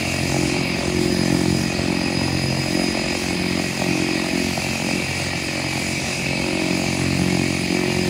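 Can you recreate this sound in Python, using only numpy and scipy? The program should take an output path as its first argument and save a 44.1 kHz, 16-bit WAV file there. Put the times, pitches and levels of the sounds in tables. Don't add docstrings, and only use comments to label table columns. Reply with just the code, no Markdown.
import sys
import numpy as np
from scipy import signal
from scipy.fft import rfft, irfft, next_fast_len
from scipy.io import wavfile
from scipy.ndimage import uniform_filter1d, map_coordinates

SR = 44100
rng = np.random.default_rng(int(sys.argv[2]) if len(sys.argv) > 2 else 0)


def transcribe(u):
    v = np.clip(np.atleast_2d(u).T, -1, 1)
    q = np.round(v * 32767).astype(np.int16)
    wavfile.write(sys.argv[1], SR, q)


N = 356769

# (frequency [Hz], relative density [dB])
RUMBLE_SPECTRUM = [(15, -40), (33, -19), (45, -13), (72, 2), (100, -10.5), (140, -120)]
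JET_LOW_SPECTRUM = [(2300, -120), (3000, -2.5), (3400, -4), (3900, -0.5), (4600, 1), (5000, 1),
                    (5300, -4.5), (5700, -120)]
JET_MID_SPECTRUM = [(4800, -120), (5330, 0), (6640, 2.5), (8000, -3.5), (9400, -4), (10000, -5),
                    (10600, -24), (11500, -120)]
JET_TOP_SPECTRUM = [(9300, -120), (10150, -9), (10500, -1.5), (12800, -9.5), (14400, -12), (15750, -13),
                    (16500, -120)]
# (time [s], top level [dB], middle level [dB])
HISS_LEVELS = [(0.05, -47.5, -36.5), (0.47, -47, -33.5), (0.6, -55, -37), (0.65, -49, -43),
               (0.82, -54, -37), (1.02, -47.5, -36), (1.67, -49, -36), (1.82, -55, -40), (2.0, -51.5, -39),
               (2.84, -47, -36), (3.08, -55, -37.5), (3.19, -46, -33.5), (3.35, -51, -39.5),
               (3.77, -48, -35.5), (4.08, -51, -37), (4.57, -47, -35.5), (5.67, -51.5, -37),
               (5.74, -47, -35.5), (6.07, -49, -33.5), (6.38, -53, -38), (6.65, -49, -35.5),
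               (8.0, -49.5, -37)]

# (time [s], frequency [Hz])
WHINE_PITCH = [(0, 4958), (1, 4965), (2, 4969), (3, 4975), (4, 4977.5), (5, 4979.5), (8.09, 4981.5)]
# (time [s], level [dB])
WHINE_LEVEL = [(0.05, -45), (0.14, -40), (0.69, -47), (0.73, -52), (1.18, -35), (1.42, -43), (1.62, -34.5),
               (1.73, -47), (1.97, -37.5), (2.46, -32), (2.53, -37), (2.77, -31.5), (3.66, -45),
               (4.15, -40.5), (4.81, -45.5), (6.29, -44), (6.34, -48), (8.0, -42)]
SIDEBAND_ORDERS = (-3, -2, -1, 1, 2, 4)
# (initial level [dB], final level [dB])
SIDEBAND_LEVELS = [(-68, -51), (-59, -52), (-53, -47), (-44.5, -58), (-52, -55), (-52, -65)]
# (centre [Hz], width [Hz], level [dB])
HALOS = [(4977, 65, -44), (9990, 180, -51.5), (14900, 200, -59.5)]
HALO_SHARES = (.1, .5, .8)

DUCT_CENTRES = (1780, 1912, 2070, 2200, 2315, 2490, 2580, 2720, 2815, 2885, 2970, 3160, 4600)
# (width [Hz], relative peak density [dB])
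DUCT_SHAPES = [(93, -6.5), (63.6, -1), (170, -7), (108, -3), (86.5, 1), (41.6, 3), (97, 0), (118, -3.5),
               (21, -2.5), (60, -10.5), (84, -11.5), (60, -10), (500, -14.5)]
# (time [s], level [dB])
HOWL_LEVEL = [(0.05, -30), (0.43, -31), (0.56, -27.5), (0.93, -33.5), (2.37, -33), (4.21, -29), (8.0, -30)]

# (time [s], blade passage rate [Hz])
BLADE_RATE = [(0, 44.865), (4.5, 44.88), (6.4, 45.2), (8.09, 45.2)]
# (time [s], beat level [dB], lean toward the deep end [dB], slap level [dB])
BEAT_LEVELS = [(0.1, -25.5, -2.5, -34), (0.43, -23, -6, -32), (0.49, -26, -7.5, -37), (1.4, -22, -7, -33.5),
               (2.61, -26, -2.5, -34.5), (2.8, -19.5, -14.5, -31.5), (2.98, -26, -12, -32.5),
               (3.58, -23.5, -6, -34), (3.75, -29, -5.5, -41), (3.84, -24.5, -10, -31),
               (4.13, -23, -10, -36), (4.3, -26.5, -11, -33), (4.37, -22, -17, -36),
               (4.57, -30.5, 2, -34.5), (4.92, -26.5, -12, -32.5), (4.94, -25.5, -13.5, -39),
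               (5.09, -33.5, 1.5, -38.5), (5.64, -28, -5.5, -34.5), (6.17, -31.5, -2.5, -37),
               (6.52, -23, -12, -29.5), (7.1, -22.5, -3.5, -34.5), (7.42, -22, -7, -31),
               (7.69, -25.5, -9, -37.5), (7.73, -22, -16, -31.5), (7.96, -22.5, -4, -30),
               (8.0, -22, -8, -33)]
# (offset [dB], swing share [ratio], lean share [ratio])
THUMP_BANDS = [(-7, 1.09, 1.06), (-5, 1.52, 0.23), (-3.5, 1.16, -0.24)]
# (frequency [Hz], relative density [dB])
DEEP_SPECTRUM = [(30, -48), (45, -41), (90, 1), (135, 5.5), (160, -4), (230, -120)]
MIDDLE_SPECTRUM = [(110, -120), (155, -20), (180, -1), (225, -1), (250, -33), (350, -120)]
UPPER_SPECTRUM = [(180, -120), (245, -7), (270, 1.5), (315, 1.5), (360, 0), (405, -18), (450, -28),
                  (600, -120)]
SLAP_SPECTRUM = [(330, -120), (430, -14), (540, 0.5), (650, 1), (810, -2), (950, -9.5), (1300, -15.5),
                 (2200, -29), (4000, -120)]
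WASH_SPECTRUM = [(60, -60), (85, -11), (110, -7.5), (160, 3), (260, -4), (370, -1), (440, -11), (560, -5.5),
                 (800, -10), (1100, -13.5), (1550, -15.5), (2500, -11), (4000, -120)]
# (time [s], jitter [s], size scatter [dB], share torn by eddies [0-1])
SLAP_IRREGULARITY = [(0, .0004, 2, 1), (5.6, .0004, 2, 1), (6.3, .00008, 1, .35), (8.09, .00008, 1, .35)]
# (time [s], level above the usual slap [dB])
SLAP_ACCENTS = [(.337, 5), (1.772, 0), (1.795, 4), (2.214, 6.5), (3.152, 7.5), (3.822, 8), (4.579, 7.5)]


def amp(db):
    return 10 ** (np.asarray(db) / 20)


def unit(x):
    return x / np.sqrt(np.mean(x ** 2) + 1e-20)


def curves(rows):
    times, *columns = np.transpose(rows)
    return [np.interp(np.arange(N) / SR, times, column) for column in columns]


def swing(rows):
    level = curves(rows)[0]
    return level - level.mean()


def cycles(rows):
    return np.cumsum(curves(rows)[0]) / SR


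def wobble(rate_hz):
    knots = rng.standard_normal(int(N * rate_hz / SR) + 4)
    coarse = np.arange(0, N + 64, 64)
    return np.interp(np.arange(N), coarse, map_coordinates(knots, [coarse * rate_hz / SR]))


def drift(first_db, last_db):
    return amp(np.linspace(first_db, last_db, N))


def filtered(x, response):
    size = next_fast_len(N + 8192)
    return irfft(rfft(x, size) * response(np.fft.rfftfreq(size, 1 / SR)), size)[..., :N]


def coloured(x, spectrum):
    points_hz, db = np.transpose(spectrum)
    return unit(filtered(x, lambda hz: amp(np.interp(np.log(hz + 1), np.log(points_hz + 1), db))))


def narrowband(centre_hz, width_hz):
    return unit(filtered(rng.standard_normal(N), lambda hz: 1 / (1 + (2 * (hz - centre_hz) / width_hz) ** 2)))


def eddy_noise(depth_db):
    spectra = signal.stft(rng.standard_normal(N + 512), nperseg=512)[2]
    field = uniform_filter1d(rng.standard_normal(spectra.shape), size=8, axis=0)
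    field = uniform_filter1d(field, size=12, axis=1)
    return signal.istft(spectra * amp(depth_db * unit(field)), nperseg=512)[1][:N]


def fading(x, depth_db, slip_rad, window):
    spectra = signal.stft(x, nperseg=window)[2]
    field = uniform_filter1d(rng.standard_normal((2, *spectra.shape)), size=5, axis=1)
    field = uniform_filter1d(field, size=5, axis=2)
    gain, phase = field / field.std()
    faded = spectra * amp(depth_db * gain) * np.exp(1j * slip_rad * phase)
    return signal.istft(faded, nperseg=window)[1][:N]


def chop(blade_phase, depth_db, lead):
    return unit(amp(depth_db * np.cos(2 * np.pi * (blade_phase + lead))))


def rumble():
    return drift(-35.5, -45.5) * amp(1.9 * wobble(1.84)) * coloured(eddy_noise(0.51), RUMBLE_SPECTRUM)


def exhaust(blade_phase):
    top_db, mid_db = curves(HISS_LEVELS)
    flicker = amp(0.85 * wobble(12)) * chop(blade_phase, depth_db=1.0, lead=0.23)
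    low = amp(-34.5 + 0.1 * swing(HOWL_LEVEL)) * coloured(eddy_noise(1.34), JET_LOW_SPECTRUM)
    top_db = top_db + wobble(26)
    mid = amp(mid_db) * coloured(eddy_noise(1.4), JET_MID_SPECTRUM)
    top = amp(top_db) * coloured(eddy_noise(1.2), JET_TOP_SPECTRUM)
    return low + flicker * (mid + top)


def compressor(blade_phase):
    def sine(phase):
        return np.sqrt(2) * np.sin(2 * np.pi * phase)

    whine_phase = cycles(WHINE_PITCH) + .022 * wobble(25)
    tone = amp(curves(WHINE_LEVEL)[0] + 1.5 * wobble(20)) * sine(whine_phase)
    hiss_swing = swing(HISS_LEVELS)
    octave_db = -52 + 0.69 * swing(WHINE_LEVEL) + 0.97 * hiss_swing + 4.1 * wobble(30)
    octave = amp(octave_db) * sine(2 * whine_phase) * chop(blade_phase, depth_db=1.5, lead=.1)
    sidebands = sum(drift(*levels) * amp(1.3 * wobble(9.2)) * sine(whine_phase + order * blade_phase)
                    for order, levels in zip(SIDEBAND_ORDERS, SIDEBAND_LEVELS))
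    halos = sum(amp(db + share * hiss_swing + 2.8 * wobble(12)) * narrowband(hz, width)
                for (hz, width, db), share in zip(HALOS, HALO_SHARES))
    return tone + octave + sidebands + halos


def intake(blade_phase):
    lower_db = -40 + 0.5 * wobble(4.5)
    modes = [amp(db + 1.94 * wobble(2.533)) * np.sqrt(width) * narrowband(hz, width)
             for hz, (width, db) in zip(DUCT_CENTRES, DUCT_SHAPES)]
    lower = amp(lower_db) * unit(sum(modes[:2]))
    upper = amp(curves(HOWL_LEVEL)[0]) * unit(sum(modes[2:]))
    return (lower + upper) * chop(blade_phase, depth_db=1.27, lead=0.16)


def blade_pulses(blade_phase, jitter_s, scatter_db, accents=()):
    passages = np.flatnonzero(np.diff(np.floor(blade_phase)))
    timing, size = rng.standard_normal((len(passages), 2)).T
    size_db = np.broadcast_to(scatter_db, N)[passages] * size
    for time_s, db in accents:
        size_db[np.argmin(abs(passages - time_s * SR))] = db
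    delays = np.round(np.broadcast_to(jitter_s, N)[passages] * SR * timing).astype(int)
    train = np.zeros(N)
    train[np.clip(passages + delays, 0, N - 1)] = amp(size_db)
    return train


def downward_sweep(hz):
    sweep_s, pivot_hz, phase_rad = .003, 330.3, 3.81
    return np.exp(1j * (phase_rad - 2 * np.pi * sweep_s * hz * (np.log(pivot_hz / (hz + 1)) + 1)))


def propeller(blade_phase):
    beat_db, lean_db, slap_db = curves(BEAT_LEVELS)
    thumps = blade_pulses(blade_phase, jitter_s=.0001, scatter_db=1.5)
    jitter_s, scatter_db, torn = curves(SLAP_IRREGULARITY)
    slaps = blade_pulses(blade_phase, jitter_s, scatter_db, SLAP_ACCENTS)
    slaps = (1 - torn) * slaps + torn * fading(slaps, depth_db=2.2, slip_rad=.4, window=600)
    beat = amp(slap_db) * coloured(slaps, SLAP_SPECTRUM)
    beat_swing, lean_swing = swing(BEAT_LEVELS), lean_db - lean_db.mean()
    spectra = DEEP_SPECTRUM, MIDDLE_SPECTRUM, UPPER_SPECTRUM
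    for (offset_db, swing_share, lean_share), spectrum in zip(THUMP_BANDS, spectra):
        band_db = beat_db.mean() + offset_db + swing_share * beat_swing + lean_share * lean_swing
        beat += amp(band_db) * coloured(thumps, spectrum)
    wash = coloured(eddy_noise(1.43) * chop(blade_phase, depth_db=3.0, lead=0.33), WASH_SPECTRUM)
    beat = fading(beat, depth_db=2.6, slip_rad=.35, window=4096)
    return filtered(beat, downward_sweep) + drift(-29.3, -31.5) * wash


def scene():
    blade_phase = .45 + cycles(BLADE_RATE)
    mono = (propeller(blade_phase) + rumble() + intake(blade_phase)
            + compressor(blade_phase) + exhaust(blade_phase))
    return np.array([mono, mono])


def record(dry, cutoff_hz=15750):
    return filtered(dry, lambda hz: hz < cutoff_hz)


dry = scene()
out = record(dry)
transcribe(out)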